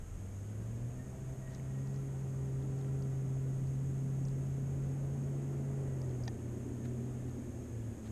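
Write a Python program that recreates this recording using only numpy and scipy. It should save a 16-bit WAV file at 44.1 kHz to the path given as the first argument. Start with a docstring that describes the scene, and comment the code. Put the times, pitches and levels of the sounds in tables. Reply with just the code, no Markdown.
"""A fish held in a kayak

On calm open water a low drumming hum, from the fish or perhaps a far boat, climbs, holds and sags.
Its pulse rate sets its harmonics; a thin whine, a dull turbulent rush and a deeper drone go with it.
A drop sounds a bubble note, hands rub on scales, and tackle ticks faintly and rings in one knock.
Light air on the microphone and a steady hiss lie beneath."""
import sys
import numpy as np
from scipy import signal
from scipy.fft import rfft, irfft, next_fast_len
from scipy.io import wavfile
from scipy.ndimage import uniform_filter1d, map_coordinates

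SR = 44100
rng = np.random.default_rng(int(sys.argv[2]) if len(sys.argv) > 2 else 0)


def master_out(mix):
    """Clip the mix to full scale and print it as 16-bit PCM to the path in sys.argv[1]."""
    frames = np.transpose(np.atleast_2d(mix))
    ceiling = np.clip(frames, -1, 1)
    pcm = np.round(ceiling * 32767).astype(np.int16)
    wavfile.write(sys.argv[1], SR, pcm)


N = 357651

# Noise spectra: f/Hz, relative density level/dB
BREEZE_SPECTRUM = [(12, -14), (25, -5.5), (40, -0.5), (55, -1.5), (100, -0.5), (150, -3.5), (300, -32.5)]
GUST_SPECTRUM = [(14, -20), (26, 6), (40, 0), (65, -27), (120, -38)]
WATER_SPECTRUM = [(100, 4.5), (500, 1), (900, -3.5), (1500, -6.5), (1900, -8), (2600, -11), (3400, -15),
                  (4300, -20.5), (5500, -18), (7000, -26), (9000, -56)]
HISS_SPECTRUM = [(4000, -31), (5600, -18.5), (6100, -11.5), (6500, 1.5), (7000, -6), (8000, -8),
                 (9000, -10.5), (10400, -18), (12000, -14), (13200, -21), (14400, -36)]
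RUSH_BODY_SPECTRUM = [(60, -35), (140, -25), (175, -8), (240, -0.5), (300, -6), (370, -7), (480, -14),
                      (800, -39.5)]
RUSH_UPPER_SPECTRUM = [(200, -36), (400, -3), (520, 2.5), (660, 0.5), (850, -8.5), (1100, -14), (1350, -17),
                       (2000, -19.5), (4000, -42)]
RUSH_HOLLOW_SPECTRUM = [(145, -29), (165, -3.5), (195, -0.5), (240, -16)]
FRICTION_SPECTRUM = [(900, 0), (1800, 6), (2600, -3), (4000, -3), (6000, -8), (9000, -10)]
# Glides of the hum, the drone and the whine: t/s, f/Hz
PULSE_RATE = [(0.0, 82), (.16, 91.5), (.35, 97.5), (0.5, 104.6), (.8, 118.5), (1.05, 128.6), (1.25, 130),
              (1.5, 130.2), (1.95, 135.6), (2.5, 132.9), (2.95, 134.8), (3.3, 132.4), (3.9, 134.8),
              (4.4, 135.0), (5.25, 138.4), (5.78, 137.0), (6.0, 131.0), (6.33, 118.2), (7.1, 125.8),
              (7.4, 122.3), (7.7, 114.8), (8.11, 108)]
DRONE_GLIDE = [(0, 62), (2.0, 70), (3.2, 84), (4.0, 85), (5.3, 86), (6.3, 86.5), (7.3, 87), (7.55, 83.5),
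               (7.87, 80), (8.11, 72)]
WHINE_GLIDE = [(0, 1270), (.62, 1560), (.78, 1705), (1.0, 1828), (1.15, 1875), (1.5, 1890), (1.6, 1903),
               (1.75, 1878), (2.0, 1912), (2.5, 1875), (3.15, 1925), (5.65, 2000), (5.97, 1922),
               (6.4, 1750), (6.9, 1800), (7.5, 1755), (8.11, 1620)]
# Dips of the hum's fundamental: t/s, depth/dB, half-width/s
HUM_DIPS = [(0.0, -0.5, 0.17), (0.946, 4.5, 0.04), (1.116, 10, 0.11), (1.355, 7, 0.024), (1.5, 6.5, 0.15),
            (2.1, 1.5, 0.23), (6.383, 5, 0.055), (6.666, 3.5, 0.14), (6.802, 5, .025), (7.147, 2, 0.13),
            (7.47, 7, 0.15), (7.67, 10, 0.035), (7.98, 17, 0.048)]
# Surges of the fundamental: t/s, gain/dB, half-width/s
HUM_SURGES = [(.55, 2, 0.22), (3.93, 3, 0.98), (6.165, 2, 0.16), (7.82, 1.5, .09)]
# Swells of the second harmonic: t/s, level/dB, half-width/s
OCTAVE_SWELLS = [(.42, -54.5, .28), (.87, -54.5, .2), (2.0, -58.5, .7), (3.1, -55.5, .7), (4.8, -64, .8),
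                 (6.7, -56, .35), (8.05, -58, .15)]
# Partials of the faint buzz: multiple of the pulse rate, relative level/dB
BUZZ_PARTIALS = [(1.5, 13.5), (2.25, 8), (2.5, 5), (3.33, -3.5), (3.67, -5), (4, 0.5), (5.79, -1.5),
                 (6.75, -9), (7.5, -7), (9, -8.5), (10, -6.5), (11, -11.5)]
# Partials of the early rasp: multiple of the pulse rate, level/dB
RASP_PARTIALS = [(1.651, -57.5), (2.6, -68), (3.251, -72), (3.6, -66), (4.002, -66), (4.45, -74), (5, -70),
                 (5.751, -69.5)]
# Passing overtones of the drone: multiple of its frequency, level/dB, t/s, half-width/s
CROAK_PARTIALS = [(2, -52, 4.1, 1.0), (2.333, -55, 6.7, .5), (2.667, -53, 5.3, .8), (2.667, -51.5, 7.0, .8),
                  (2.9, -51, 1.83, .11), (3, -55, 4.1, 1.1), (3, -50, 7.5, .7), (3.333, -55.5, 7.1, .6),
                  (4, -57.5, 5.45, .6), (4.667, -60, 6.7, .6)]
# Flares of the whine: t/s, level/dB, half-width/s
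FLARES = [(.77, -75, .035), (1.015, -67.5, .03), (1.5, -70.5, .15), (1.85, -72, .18), (2.44, -74.5, .12),
          (3.1, -78, .17), (5.7, -75, .09), (5.97, -72.5, .09), (6.85, -76, .09)]
# Light tackle contacts: t/s, peak level/dB, lower f/Hz, upper f/Hz
CONTACTS = [(1.476, -52.5, 1500, 3100), (1.5264, -59, 3800, 6300), (1.534, -58, 4700, 6400),
            (1.548, -45, 3700, 6700), (1.5973, -50.5, 1500, 2700), (1.8726, -53.5, 4500, 6500),
            (1.907, -60, 4300, 6200), (1.942, -56, 4200, 6600), (1.961, -53, 4600, 6500),
            (2.6244, -60, 2800, 5200), (2.7876, -57.5, 3900, 6400), (2.812, -59.5, 3100, 5300),
            (2.8454, -55.5, 1400, 2800), (3.023, -51, 4300, 6500), (3.6706, -57.5, 4200, 6400),
            (4.252, -45.5, 4800, 7100), (4.2837, -52.5, 4500, 7000), (6.0163, -48, 4500, 6800),
            (6.0925, -58, 3600, 5800), (6.1094, -59, 2900, 5200), (6.2355, -47.5, 4700, 6200),
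            (6.244, -58, 3400, 5800), (6.254, -54.5, 4400, 5600), (6.8548, -56, 1500, 3200),
            (7.2944, -58, 2900, 5200)]
# Strokes of the hands on the fish: t/s, level/dB, half-width/s
STROKES = [(1.535, -66.5, 0.049), (2.802, -72, 0.023), (6.858, -63, 0.015), (8.065, -66, 0.027)]
# First touch, blow and rebound of the knock: t/s, gain/dB
IMPACTS = [(6.2764, -48.5), (6.2785, -40), (6.2825, -52)]
# Modes of the struck tackle: f/Hz, relative level/dB, T60/s
TACKLE_MODES = [(780, 0, 0.039), (920, -8, 0.026), (1800, -6, 0.046), (1890, -8, 0.028),
                (2470, -6.5, 0.018), (3310, -10, 0.018), (3540, -5.5, 0.016), (3900, -2, 0.016),
                (4690, -1, 0.016), (5100, -4, 0.018), (5800, -5, 0.016), (6460, -6, .018)]

CRUISE_HZ, TOP_HZ = 135, 14200  # pulse rate about which the hum holds; band limit
TIME = np.arange(N) / SR


def amp(db):
    """Amplitude ratio of a level in decibels."""
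    return 10 ** (np.asarray(db) / 20)


def unit(x):
    """Normalisation to rms 1."""
    return x / np.sqrt(np.mean(x ** 2) + 1e-20)


def glide(points):
    """Linear interpolation of (t, f) points, one frequency per sample."""
    return np.interp(TIME, *np.transpose(points))


def phase_of(hz):
    """Phase is the time integral of angular frequency."""
    return 2 * np.pi * np.cumsum(hz) / SR


def bump(s, width_s):
    """Gaussian envelope: 1 at time s, 1/e at width_s to either side."""
    return np.exp(-((TIME - s) / width_s) ** 2)


def wobble(rate):
    """Smooth random modulation, with rate knots a second."""
    knots = rng.standard_normal(int(N * rate / SR) + 4)
    return map_coordinates(knots, [TIME * rate])


def filtered(x, response):
    """Linear filtering multiplies the spectrum by a frequency response."""
    size = next_fast_len(N + 8192)
    return irfft(rfft(x, size) * response(np.fft.rfftfreq(size, 1 / SR)), size)[:N]


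def noise(spectrum):
    """White noise filtered to a spectral envelope, at rms 1."""
    f, db = np.transpose(spectrum)
    response = lambda hz: amp(np.interp(np.log(hz + 1), np.log(f), db, left=-120, right=-120))
    return unit(filtered(rng.standard_normal(N), response))


def add(track, s, sound):
    """Superposition of a short sound on the track at time s."""
    part = track[round(s * SR):][:len(sound)]
    part += sound[:len(part)]


def tone(phase, blur, rate):
    """Scattering over the water broadens a spectral line: a direct tone plus a random part, at rms 1."""
    phase = phase + rng.uniform(0, 2 * np.pi)
    in_phase = (1 + blur * wobble(rate)) * np.sin(phase)
    quadrature = blur * wobble(rate) * np.cos(phase)
    return unit(in_phase + quadrature)


def mellow(from_s=3.54, to_s=5.63, fade_s=0.43):
    """Trapezoidal envelope, 0 to 1, of the mid-way stretch in which the overtones recede."""
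    return np.clip(0.5 + np.minimum(TIME - from_s, to_s - TIME) / fade_s, 0, 1)


def build_db(peak_s=6.81, rise_db=11.5, shape=1.31, ebb_db_per_s=2):
    """Level relative to the peak: a flattening power-law rise, then a steady ebb."""
    before, after = np.maximum(peak_s - TIME, 0), np.maximum(TIME - peak_s, 0)
    return -rise_db * (before / peak_s) ** shape - ebb_db_per_s * after


def background():
    """Pressure fluctuations of air on the microphone rumble under open-water noise and its own hiss."""
    lull_db = 1.5 * bump(7.1, 0.99)
    breeze = amp(-50 - lull_db) * noise(BREEZE_SPECTRUM)
    gust = amp(-44) * bump(0.04, 0.17) * noise(GUST_SPECTRUM)
    return breeze + gust + amp(-62) * noise(WATER_SPECTRUM) + amp(-66) * noise(HISS_SPECTRUM)


def hum():
    """Periodic drumming gives harmonics of its pulse rate; buzz and rasp add partials among and above."""
    pulse_hz = glide(PULSE_RATE)
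    phase = phase_of(pulse_hz)

    def gain(db, db_per_hz, mellow_db, build_share=0):
        """Amplitude of a component, coupled to the pulse rate, the mellow stretch and the build."""
        rate_db = db_per_hz * (pulse_hz - CRUISE_HZ)
        return amp(db + rate_db - mellow_db * mellow() + build_share * build_db())

    dip_db = sum(db * bump(s, width) for s, db, width in HUM_DIPS)
    surge_db = sum(db * bump(s, width) for s, db, width in HUM_SURGES)
    bright = amp(4 * bump(2.83, 0.56))
    ring_out = amp(-69.5) * bump(1.4, 0.43)  # at the top of the climb
    # amplitude envelopes of the harmonics
    first = gain(-38, db_per_hz=0.2254, mellow_db=1) * amp(surge_db - dip_db)
    second = sum(amp(db) * bump(s, width) for s, db, width in OCTAVE_SWELLS)
    third = gain(-53.5, db_per_hz=0.2, mellow_db=4, build_share=0.7) * bright * amp(-0.31 * dip_db)
    fifth = gain(-75, db_per_hz=-0.05, mellow_db=6, build_share=0.15) + ring_out
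    harmonics = (first * tone(phase, blur=0.033, rate=20)
                 + second * tone(2 * phase, blur=0.12, rate=12)
                 + third * tone(3 * phase, blur=0.04, rate=14)
                 + fifth * tone(5 * phase, blur=0.2, rate=14))
    buzz = sum(amp(db) * tone(ratio * phase, blur=2, rate=36) for ratio, db in BUZZ_PARTIALS)
    buzz *= gain(-73, db_per_hz=0.5, mellow_db=3) * bright
    rasp = sum(amp(db) * tone(ratio * phase, blur=0.25, rate=18.2) for ratio, db in RASP_PARTIALS)
    return harmonics + buzz + bump(0.71, 0.36) * rasp


def whine():
    """Strong random modulation spreads a high tone into a fuzzy thread; less of it gives clear flares."""
    phase = phase_of(glide(WHINE_GLIDE))
    thread = amp(-80 - 3 * mellow()) * tone(phase, blur=2.5, rate=70)
    flares = sum(amp(db) * bump(s, width) for s, db, width in FLARES)
    return thread + flares * tone(phase, blur=0.6, rate=55)


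def rush(db_per_hz=0.11):
    """Turbulence gives broadband noise; it builds, and its upper band's level follows the pulse rate."""
    rate_db = db_per_hz * (glide(PULSE_RATE) - CRUISE_HZ)
    surge_db = 3.5 * bump(5.47, 0.96)
    upper_db = -59.5 + 0.29 * build_db() + rate_db + surge_db - 2 * mellow()
    hollow = amp(-54.5) * bump(3.5, 3.1) * noise(RUSH_HOLLOW_SPECTRUM)
    body = amp(-48 + build_db()) * noise(RUSH_BODY_SPECTRUM)
    upper = amp(upper_db) * noise(RUSH_UPPER_SPECTRUM)
    return hollow + body + upper


def drone():
    """A deep wavering tone builds with the rush; closely spaced overtones give a croaking roughness."""
    phase = phase_of(glide(DRONE_GLIDE))
    croak = sum(amp(db) * bump(s, width) * tone(ratio * phase, blur=0.5, rate=20)
                for ratio, db, s, width in CROAK_PARTIALS)
    ebb_db = 3.5 * bump(8.2, 0.8)
    level_db = -48.5 + 1.17 * build_db() - ebb_db
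    return amp(level_db) * tone(phase, blur=0.57, rate=20) + croak


def drip(s=1.133, db=-60, hz=791, width_s=0.016):
    """Bubble resonance gives a falling drop one soft, brief note."""
    return amp(db) * bump(s, width_s) * np.sin(2 * np.pi * hz * TIME)


def ticks(t60=0.011, attack_s=0.00035):
    """Brief hard contacts have broad spectra: each tick of tackle is a decaying band of noise."""
    track, t = np.zeros(N), np.arange(SR // 16) / SR
    envelope = amp(-60 * t / t60) * (1 - np.exp(-t / attack_s))
    for s, db, low_hz, high_hz in CONTACTS:
        band = signal.butter(3, [low_hz, high_hz], "bandpass", fs=SR, output="sos")
        burst = signal.sosfilt(band, envelope * rng.standard_normal(len(t)))
        add(track, s, amp(db) * burst / np.abs(burst).max())
    return track


def rubs(grain_db=3):
    """Sliding friction of skin on scales makes brief swells of grainy noise."""
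    strokes = sum(amp(db) * bump(s, width) for s, db, width in STROKES)
    grain = amp(grain_db * wobble(250))
    return strokes * unit(grain * noise(FRICTION_SPECTRUM))


def knock(attack_s=0.00048, crack_db=-3, crack_t60=0.0086):
    """Impacts milliseconds apart excite the tackle's damped modes and fuse into one knock."""
    track, t = np.zeros(N), np.arange(SR // 8) / SR
    onset = 1 - np.exp(-t / attack_s)
    for s, db in IMPACTS:
        ring = sum(amp(mode_db - 60 * t / t60) * np.sin(2 * np.pi * hz * t + rng.normal(0, 1))
                   for hz, mode_db, t60 in TACKLE_MODES)
        softened_noise = uniform_filter1d(rng.standard_normal(len(t)), size=4)
        crack = amp(crack_db - 60 * t / crack_t60) * softened_noise
        add(track, s, amp(db) * onset * (ring + crack))
    return track


def scene():
    """Sound pressures superpose at a single microphone."""
    return (background() + hum() + whine() + rush() + drone() + drip() + ticks() + rubs() + knock())[None]


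def record(dry):
    """An ideal low-pass filter removes everything above the band limit."""
    return filtered(dry[0], lambda hz: hz < TOP_HZ)[None]


dry = scene()
out = record(dry)
master_out(out)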